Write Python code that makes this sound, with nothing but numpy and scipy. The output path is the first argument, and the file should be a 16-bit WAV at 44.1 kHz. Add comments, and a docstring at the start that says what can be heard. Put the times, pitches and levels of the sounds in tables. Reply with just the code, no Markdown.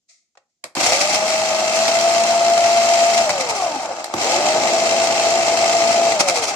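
"""In a small quiet room, a plastic toy car is handled close by and switched on twice.
Each time its gears whine up to speed, hold and coast down; the pitch is the rate at which teeth mesh.
Impacts of the loose teeth excite resonances: the hollow body drones and the thin walls chatter.
The slow gear groans and a wobbling wheel scrapes now and then; the switch and the shell click."""
import sys
import numpy as np
from scipy import signal
from scipy.fft import rfft, irfft, next_fast_len
from scipy.io import wavfile
from scipy.ndimage import uniform_filter1d

SR = 44100
rng = np.random.default_rng(int(sys.argv[2]) if len(sys.argv) > 2 else 0)


def generate_wav(signal):
    """Clip the signal to [-1, 1] and save it as 16-bit WAV at the path in sys.argv[1]."""
    frames = np.transpose(np.atleast_2d(signal))
    scaled = np.clip(frames, -1, 1) * 32767
    pcm = np.round(scaled).astype(np.int16)
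    wavfile.write(sys.argv[1], SR, pcm)


N = 289031
T = np.arange(N) / SR
TEETH, WHEEL_RATIO = 12, 5  # teeth on the gear; its turns for one turn of the wheel
LET_GO_S, TAKE_UP_S = 0.043, 0.099  # the teeth go slack without current, and mesh again

# motor runs: (on [s], off [s], top tooth rate [Hz], speed at switch-on [share], spin-up [s], drag [Hz],
# drag eases from [s], easing [s], friction [Hz/s])
RUNS = [(.75, 3.219, 682, .12, .117, 39.4, 1.729, .172, 535),
        (4.135, 6.12, 677, .29, .14, 41, 4.135, .543, 488)]
# resonances of the hollow body: (frequency [Hz], level [dB])
BODY = [(18, -101), (30, -92), (86, -20), (154, -19), (314, -13), (342, -8), (405, -15.5), (569, -4.5),
        (620, 0), (687, 2.5), (828, -1), (1020, -12), (1250, -8), (1330, -11.5), (1750, -16), (2280, -63),
        (3850, -120)]


def amp(db):
    """Decibels to amplitude ratio."""
    return 10 ** (np.asarray(db) / 20)


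def unit(x):
    """Normalisation to rms 1."""
    return x / np.sqrt(np.mean(x ** 2) + 1e-20)


def read(points, hz):
    """Interpolation on a log-frequency axis."""
    f, value = np.transpose(points)
    return np.interp(np.log(hz + 1), np.log(f + 1), value)


def noise():
    """Two uncorrelated white noises."""
    return rng.standard_normal((2, N))


def wander(hz):
    """Random modulation: noise of rms 1, low-passed at the given rate."""
    f = np.fft.rfftfreq(N, 1 / SR)
    return unit(irfft(rfft(rng.standard_normal(N)) / (1 + (f / hz) ** 4), N))


def colour(x, points, size=4096):
    """Source and filter: a causal response of unit energy imposes the given spectral shape."""
    hz = abs(np.fft.fftfreq(size, 1 / SR))
    log_gain = np.log(amp(np.maximum(read(points, hz), -100)))
    ring = np.fft.ifft(np.exp(np.conj(signal.hilbert(log_gain)))).real[:size // 2]
    return signal.oaconvolve(x, ring[None] / np.linalg.norm(ring), axes=1)[:, :N]


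def echoes(x, t60, delay):
    """Diffuse reflections: a decaying noise response of unit energy, different on each side."""
    t = T[:int(1.2 * t60 * SR)]
    tail = rng.standard_normal((2, SR))[:, :len(t)] * amp(-60 * t / t60) * np.clip(t / delay - 1, 0, 1)
    return signal.oaconvolve(x, tail / np.linalg.norm(tail, axis=1, keepdims=True), axes=1)[:, :N]


def blows(times, levels_db, t60s):
    """Damped vibration after impacts: noise bursts that decay exponentially."""
    rows = zip(*np.broadcast_arrays(times, levels_db, t60s))
    return noise() * sum(amp(db - 60 * abs(T - s) / t60) * (T >= s) for s, db, t60 in rows)


def still_air(level_db=-80):
    """Ambient noise: the room's faint steady hiss, with a little low rumble."""
    # room noise: (frequency [Hz], level [dB])
    spectrum = [(18, -15), (30, -15), (229, 3), (1100, -18), (4070, -7), (7170, 0), (8590, -16),
                (14000, -26)]
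    return amp(level_db) * colour(noise(), spectrum)


def sliding_hand(grip_s=0.0094):
    """Sliding friction: skin on the shell makes a noise that rises quickly and fades."""
    # hand strokes: (time [s], level [dB], t60 [s])
    strokes = [(.098, -49.5, 0.39), (.5, -79, 0.54)]
    # skin on plastic: (frequency [Hz], level [dB])
    skin = [(240, -66), (400, -37), (707, -10), (850, -58), (1270, -15), (1570, -28), (2050, -4),
            (3150, -15), (3840, -7), (6700, -1.5), (9160, -16), (9560, -36), (12000, -32), (15600, -73),
            (22000, -120)]
    pressure = 0
    for s, db, t60 in strokes:
        rise = np.exp(-(np.minimum(T - s, 0) / grip_s) ** 2)
        pressure = pressure + rise * amp(db - 60 * np.maximum(T - s, 0) / t60)
    return colour(noise() * pressure, skin)


def knocks():
    """Impact excitation: switch, shell and starting motor give dull knocks, each with a low thump."""
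    # impacts: (time [s], knock level [dB], knock t60 [s], thump level [dB], thump t60 [s])
    hits = [(0.353, -49, 0.03, -85, .1), (0.373, -38, 0.04, -76, .1), (.640, -30, .045, -46, .12),
            (.655, -38, .12, -62, .12), (0.767, -19, 0.073, -28, .28), (3.2935, -13, 0.03, -42, .1),
            (3.303, -20, .07, -33, .12), (4.139, -12, .03, -21, .08), (4.164, -25, .03, -32, .07)]
    # spectra of knock and thump: (frequency [Hz], level [dB])
    knock = [(120, -60), (200, -67), (480, -6.5), (570, 2.5), (720, -0.5), (1980, -12.5), (2520, -14),
             (3410, -17.5), (6440, -17), (8180, -22), (9000, -53), (11700, -81), (19800, -120)]
    thump = [(30, -65), (100, -5.5), (220, -4), (350, 2.5), (600, -31)]
    s, knock_db, knock_t60, thump_db, thump_t60 = np.transpose(hits)
    return colour(blows(s, knock_db, knock_t60), knock) + colour(blows(s, thump_db, thump_t60), thump)


def snaps():
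    """Brief impacts have broad spectra: the switch and gears snap brightly."""
    # impacts: (time [s], level [dB], t60 [s])
    hits = [(0.6395, -33, 0.1), (.6412, -17.5, .008), (0.7515, -23, 0.08), (3.2935, -8.5, 0.01),
            (4.043, -17.5, 0.022), (4.058, -31, .03)]
    # spectrum of a snap: (frequency [Hz], level [dB])
    spectrum = [(80, -50), (250, -10), (650, 1), (1300, 0), (2100, 7.5), (3100, -1), (4700, 8), (6100, -2),
                (7700, 4), (9000, -2), (14500, -18)]
    return colour(blows(*np.transpose(hits)), spectrum)


def latest_run():
    """Index of the run last switched on, at each moment."""
    return np.maximum(np.searchsorted([run[0] for run in RUNS], T, "right") - 1, 0)


def tooth_rate(coast_s=2.2, sag_hz=20, sag_at_s=.058, sag_half_s=.014):
    """Meshing frequency: the motor spins up against drag; dry and viscous friction slow it once off."""
    on, off, top_hz, head_start, spin_up, drag_hz, eases, easing, friction = np.array(RUNS)[latest_run()].T
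    driven_t = np.clip(T, on, off)
    goal_hz = top_hz - drag_hz * np.exp(-np.maximum(driven_t - eases, 0) / easing)
    driven_hz = goal_hz * (1 - (1 - head_start) * np.exp(-(driven_t - on) / spin_up))
    kept = np.exp(-np.maximum(T - off, 0) / coast_s)
    # backlash: after switch-off the gear drops back through its play until the wheel catches it
    sag = sag_hz * np.exp(-.5 * ((T - off - sag_at_s) / sag_half_s) ** 2)
    return np.maximum(driven_hz * kept - friction * coast_s * (1 - kept) - sag, 1)


def force_db(pace, steady_db, surge_db, surge_s, octave_db, slack_db):
    """Impact level follows speed and load: starting strain peaks at surge_s, and slack teeth hit softly."""
    on, off = np.array(RUNS)[latest_run(), :2].T
    age = np.maximum(T - on, 0)
    strain = (age / surge_s * np.exp(1 - age / surge_s)) ** 2
    slack = np.clip((T - off) / LET_GO_S, 0, 1) + np.clip(1 - age / TAKE_UP_S, 0, 1)
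    return steady_db + octave_db * np.log2(pace) + surge_db * strain + slack_db * slack


def impacts(turns, spread_db, grit):
    """A jittered impulse train, one strike a tooth, with friction noise in the ratio grit."""
    tooth = np.floor(TEETH * turns + .3 * wander(500))
    strikes = np.diff(np.maximum.accumulate(tooth), prepend=tooth[0]) > 0
    force = strikes * amp(spread_db * np.clip(rng.standard_normal(N), -2, 2))
    force = force / np.sqrt(uniform_filter1d(force ** 2, SR // 12) + 1e-6)
    return (force * rng.choice([-1, 1], (2, N)) + grit * noise()) / np.hypot(1, grit)


def body_drone(turns, pace, drive, boom_db, release_s=0.054):
    """Forced vibration: tooth impacts shake the hollow body, swaying with the gear and the wheel."""
    angle = 2 * np.pi * turns
    sway = unit(amp(1.5 * np.cos(angle) + np.cos(2 * angle) + np.cos(angle / WHEEL_RATIO)))
    drone = colour(sway * impacts(turns, spread_db=0, grit=0.74) * drive, BODY)
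    # a broad low resonance booms while the motor pulls
    pulling = np.clip(1 - (T - np.array(RUNS)[latest_run(), 1]) / release_s, 0, 1)
    boom = signal.filtfilt(*signal.iirpeak(330, Q=0.6, fs=SR), drone * pulling)
    drone = drone + amp(boom_db) * boom
    bass = signal.sosfiltfilt(signal.butter(2, 190, fs=SR, output="sos"), drone)
    return drone - 0.83 * bass * (1 - pace)  # the deepest shaking dies as the gears slow


def loose_teeth(turns, pace, worn_db=2.8, worn_focus=6, oval_db=.65):
    """Amplitude modulation of impacts: a worn tooth hits harder once a turn, the oval gear twice."""
    angle = 2 * np.pi * turns
    wear = unit(amp(worn_db * np.exp(worn_focus * (np.cos(angle) - 1)) + oval_db * np.cos(2 * angle)))
    rubbing = 1 + 0.97 * (1 - pace)  # slow teeth rub more than they strike
    return wear * impacts(turns, spread_db=5.5, grit=rubbing) * amp(0.89 * wander(6.4))


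def wall_chatter(strikes, turns, fizz_db, shell_db=-2):
    """The response depends on the point of impact: each tooth rings the walls in its own way."""
    # thin plastic walls, and the fizz of the tooth edges: (frequency [Hz], level [dB])
    shell = [(600, -26), (1000, -29), (1250, -6.5), (1650, -5), (2100, 2.5), (2680, 5.5), (2870, 4),
             (3120, -2.5), (3550, -0.5), (4250, 0.5), (7200, -0.5), (8350, -3), (8800, -25), (11000, -56)]
    fizz = [(5000, -38), (8400, 23.5), (9000, 14), (9800, 15), (11000, 10), (13000, 7.5), (14500, 1)]
    tooth = np.floor(TEETH * turns) % TEETH
    shaking = sum(echoes(strikes * (tooth == k), t60=0.034, delay=.0001) for k in range(TEETH))
    return amp(shell_db) * colour(shaking, shell) + amp(fizz_db) * colour(shaking, fizz)


def wall_modes(strikes, level_db=-1):
    """Normal modes: each damped resonance of the walls reaches the sides with its own phase and level."""
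    # modes: (frequency [Hz], bandwidth [Hz], level [dB], left lead [rad], left minus right [dB])
    modes = [(1220, 76, 4.5, -1.9, 9), (1820, 70, 3, 3, 3), (2094, 63, 7, -4, 8.5),
             (2385, 180, 7.5, 2.5, 0), (2610, 110, -3, -5.5, -12), (3094, 135, 4, 1, -8),
             (4110, 150, 4, 3, -2.5), (4334, 74, 5.5, 0, 7), (4670, 120, 3.5, -1.5, -4),
             (5113, 92, 4.5, 2.5, 12), (5510, 120, 5.5, 2.5, 3), (5860, 110, 3.5, -0.5, -3),
             (6180, 76, 3.5, 1.5, 3), (6900, 120, 3, -2.5, -7), (7150, 74, 5.5, -1.5, -11),
             (7770, 83, 0, 3.5, -4), (8360, 70, -3, 1.5, -19), (10100, 120, -26, 5, -5)]
    ringing = np.zeros((2, N))
    for hz, width, db, lead, pan_db in modes:
        radius = np.exp(-np.pi * width / SR)
        pole = radius * np.exp(2j * np.pi * hz / SR)
        ring = 2 * amp(db + level_db) * signal.lfilter([1 - radius], [1, -pole], strikes + 1e-18)
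        ringing += place(ring, lead, pan_db)
    return signal.sosfilt(signal.butter(5, [1000, 9300], "band", fs=SR, output="sos"), ringing)


def whine(turns, tooth_hz, pace, drone_db, flutter=.135, slow_flutter_db=6, loaded_db=-8):
    """Periodic forcing: a tone at the meshing frequency, and harmonics of the gear's turning rate."""
    # radiation of the gearbox: (tooth rate [Hz], level [dB])
    response = [(120, -80), (230, -58), (285, -42), (330, -49), (390, -42), (470, -31.5), (560, -27),
                (615, -22.2), (645, -22), (668, -19.3), (682, -15.8)]
    # modulation by the wheel: (depth in first run [share], depth in second run [share])
    wobble = [.06, .16]
    # gear orders: (multiple of turning rate, level in first run [dB], level in second run [dB])
    orders = [(4, 2.5, 0), (8, -12, 4), (15, -20, -12), (16, -1, -6), (24, -2, -9)]
    run = latest_run()
    wheel = np.array(wobble)[run] * np.cos(2 * np.pi * turns / WHEEL_RATIO)
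    waver = (1 + flutter * wander(17) + wheel) * amp(slow_flutter_db * (1 - pace) * wander(30))
    pulling = np.clip(1 - (T - np.array(RUNS)[run, 1]) / LET_GO_S, 0, 1)
    grind_db = loaded_db * (1 - pace) * pulling  # under load, slow teeth grind rather than sing
    tone = amp(read(response, tooth_hz) + grind_db) * waver * np.exp(2j * np.pi * TEETH * turns)
    for k, *run_db in orders:
        order_db = drone_db + np.array(run_db)[run] + read(BODY, k * tooth_hz / TEETH)
        level = amp(order_db) * pace ** 2  # imbalance grows with speed squared
        tone = tone + level * unit(amp(3 * wander(75))) * np.exp(2j * np.pi * (k * turns + rng.random()))
    return tone


def gearbox(drone_surge_s=0.23, chatter_surge_s=0.082, mesh_s=.085):
    """One rotation drives all the gear sounds; returns the tones with the wall modes, and the rattle."""
    # tooth force, a row a run: (drone [dB], its surge [dB], chatter [dB], its surge [dB], boom [dB],
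    # fizz [dB], chatter offset at switch-on [dB])
    forces = [(-29, -1, -24.5, 6.5, -52, -18, 2.5), (-30, 2, -24.5, 3, 0, -20, -5.5)]
    run = latest_run()
    drone_db, drone_surge, chatter_db, chatter_surge, boom_db, fizz_db, onset_db = np.array(forces)[run].T
    tooth_hz = tooth_rate()
    pace = tooth_hz / tooth_hz.max()
    turns = np.cumsum(tooth_hz * (1 + .002 * wander(25))) / SR / TEETH
    started = np.clip((T - RUNS[0][0]) / .005, 0, 1)
    drone_db = force_db(pace, drone_db, drone_surge, drone_surge_s, octave_db=2, slack_db=-1)
    chatter_db = force_db(pace, chatter_db, chatter_surge, chatter_surge_s, octave_db=4, slack_db=-4.5)
    chatter_db += onset_db * np.clip(1 - (T - np.array(RUNS)[run, 0]) / mesh_s, 0, 1)
    # harder blows sound brighter
    fizz_db = force_db(pace, fizz_db, surge_db=3.5, surge_s=chatter_surge_s, octave_db=1, slack_db=-1)
    drone = body_drone(turns, pace, started * amp(drone_db + 5), boom_db)
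    strikes = loose_teeth(turns, pace) * started * amp(chatter_db + 3.5) + catching_teeth()
    chatter = wall_chatter(strikes, turns, fizz_db)
    tone = whine(turns, tooth_hz, pace, drone_db) + groans(turns)
    tones = started * np.sqrt(2) * place(tone, lead_rad=0.44, pan_db=2.5)
    return tones + wall_modes(strikes[0]), drone + chatter


def wheel_scrapes(body_db=-4):
    """Friction noise: the wheel rubs its arch in short gritty strokes, which also shake the body."""
    # contacts: (middle time [s], level [dB], half length [s])
    contacts = [(0.809, -20, 0.0053), (0.839, -16.5, 0.0062), (0.867, -16.5, 0.0084), (0.897, -21, 0.0069),
                (0.932, -20, 0.017), (0.968, -22, 0.0068), (1.015, -17.5, 0.0094), (1.1, -22, 0.0068),
                (1.146, -20, 0.013), (1.292, -25.5, 0.024), (1.761, -22, 0.011), (1.888, -22.5, 0.0078),
                (3.146, -21, 0.0068), (3.306, -24, 0.0058), (3.411, -22.5, 0.0074), (3.502, -22.5, 0.0098),
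                (3.57, -29, 0.017), (3.63, -31.5, 0.026), (3.756, -37, 0.012), (3.835, -35, 0.014),
                (5.047, -24, 0.011), (5.736, -27, 0.0026), (6.207, -11, 0.0072), (6.295, -17, 0.012),
                (6.371, -21, 0.02), (6.439, -21.5, 0.012), (6.49, -23.5, 0.017)]
    # wheel on arch: (frequency [Hz], level [dB])
    spectrum = [(150, -29), (700, -17), (1700, -12), (2200, 1.5), (3200, -7), (5600, 0), (8000, -7.5),
                (10000, -15.5), (14500, -33.5)]
    pressure = sum(amp(db) * np.exp(-.5 * ((T - s) / half) ** 2) for s, db, half in contacts)
    rub = noise() * pressure * amp(3 * wander(600))
    return colour(rub, spectrum) + amp(body_db) * colour(rub, BODY)


def catching_teeth(gain_db=0.5, t60=0.0076):
    """Transient excitation: single teeth catch and tick hard."""
    # catches: (time [s], level [dB])
    ticks = [(0.836, -14), (0.863, -4), (0.9325, -6), (0.9583, -14), (1.021, -6), (1.158, -7.5),
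             (1.585, -18), (1.8535, -9), (1.8792, -8), (1.9406, -12), (2.0108, -6.5), (2.121, -17),
             (2.5773, -7), (2.9363, -10), (3.143, -14), (3.1768, -4.5), (3.304, -10), (3.407, -11),
             (3.503, -15), (5.1513, -14), (5.5715, -8), (5.641, -8), (5.726, -9), (6.12, -9)]
    return amp(gain_db) * blows(*np.transpose(ticks), t60)


def groans(turns, rough_db=3.5, slip_rad=.55):
    """The loose gear judders on single harmonics of its rotation, modulated in level and phase."""
    # judders: (middle time [s], multiple of turning rate, level [dB], half length [s])
    judders = [(0.87, 19, -19.5, 0.012), (3.493, 24, -27, 0.017), (3.622, 36, -33, 0.052),
               (3.646, 24, -18.5, 0.04), (3.755, 36, -26, 0.028), (3.758, 12, -31, 0.022),
               (3.833, 36, -31, 0.02), (3.855, 48, -30, 0.019), (3.905, 36, -30, 0.025),
               (3.912, 48, -29.5, 0.017), (4.28, 19, -22, 0.01), (4.325, 19, -22, 0.017),
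               (6.282, 16, -23, 0.015), (6.337, 16, -20, 0.016), (6.537, 24, -25, 0.02)]
    tone = 0
    for s, k, db, half in judders:
        swell = amp(db) * np.exp(-.5 * ((T - s) / half) ** 2)
        tone = tone + swell * np.exp(2j * np.pi * (k * turns + rng.random()))
    return tone * unit(amp(rough_db * wander(90))) * np.exp(1j * slip_rad * wander(50))


def shell_notches(x):
    """Band rejection: the shell's sound dips in two narrow bands."""
    for hz, q in [(2930, 13.8), (3560, 33)]:
        x = signal.lfilter(*signal.iirnotch(hz, q, SR), x)
    return x


def room(x, low_db=-10, high_db=-12, split_hz=1800):
    """Reverberation of a furnished room: the treble is absorbed first."""
    low = signal.sosfilt(signal.butter(2, split_hz, "low", fs=SR, output="sos"), x)
    high = signal.sosfilt(signal.butter(2, split_hz, "high", fs=SR, output="sos"), x)
    return amp(low_db) * echoes(low, t60=.27, delay=.005) + amp(high_db) * echoes(high, t60=.2, delay=.003)


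def place(tone, lead_rad, pan_db):
    """Phase and level differences place a complex tone between left and right."""
    return np.array([tone * amp(pan_db / 2), tone * np.exp(-1j * lead_rad) * amp(-pan_db / 2)]).real


def two_sides(pair, lead_rad=0.62):
    """Partial coherence: the sides share the bass but hear different faces of the shell in the treble."""
    # likeness of the sides: (frequency [Hz], correlation [-1 to 1])
    likeness = [(50, 0.75), (250, 0.73), (700, 1), (950, 0.91), (1250, 0.56), (1650, -0.33), (2050, 0.17),
                (2400, -0.12), (2720, -0.18), (2850, -0.49), (3100, 0.49), (3400, 0.15), (3560, 0.094),
                (3800, 0.15), (5300, 0.034), (7000, 0.18), (14000, -0.057)]
    # balance of the sides: (frequency [Hz], left minus right [dB])
    balance = [(60, -12), (110, 2), (200, -6.5), (380, 0), (700, 1), (1290, 1.5), (2380, 0.5), (4390, 2.5),
               (8100, -1), (15000, -0.5)]
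    size = next_fast_len(N + SR)
    hz = np.fft.rfftfreq(size, 1 / SR)
    left, other = rfft(pair, size)
    same = np.clip(read(likeness, hz), -1, 1)
    tilt = amp(read(balance, hz) / 2)
    lag = np.exp(-1j * lead_rad * np.exp(-((hz - 700) / 350) ** 2))
    right = (same * left + np.sqrt(1 - same ** 2) * other) * lag
    return irfft(np.array([left * tilt, right / tilt]), size)[:, :N]


def scene():
    """Superposition of the car's tones, its noises with their reflections, and the still air."""
    tones, rattle = gearbox()
    noises = shell_notches(rattle + wheel_scrapes() + snaps() + knocks() + sliding_hand())
    return tones + two_sides(noises + room(noises) + still_air())


def record(dry, ceiling=.92, edge_hz=14400):
    """Soft saturation rounds the highest peaks; a low-pass filter limits the band."""
    rounded = dry / (1 + (dry / ceiling) ** 6) ** (1 / 6)
    low_pass = signal.firwin(401, edge_hz, window=("kaiser", 9), fs=SR)
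    return signal.oaconvolve(rounded, low_pass[None], "same")


dry = scene()
out = record(dry)
generate_wav(out)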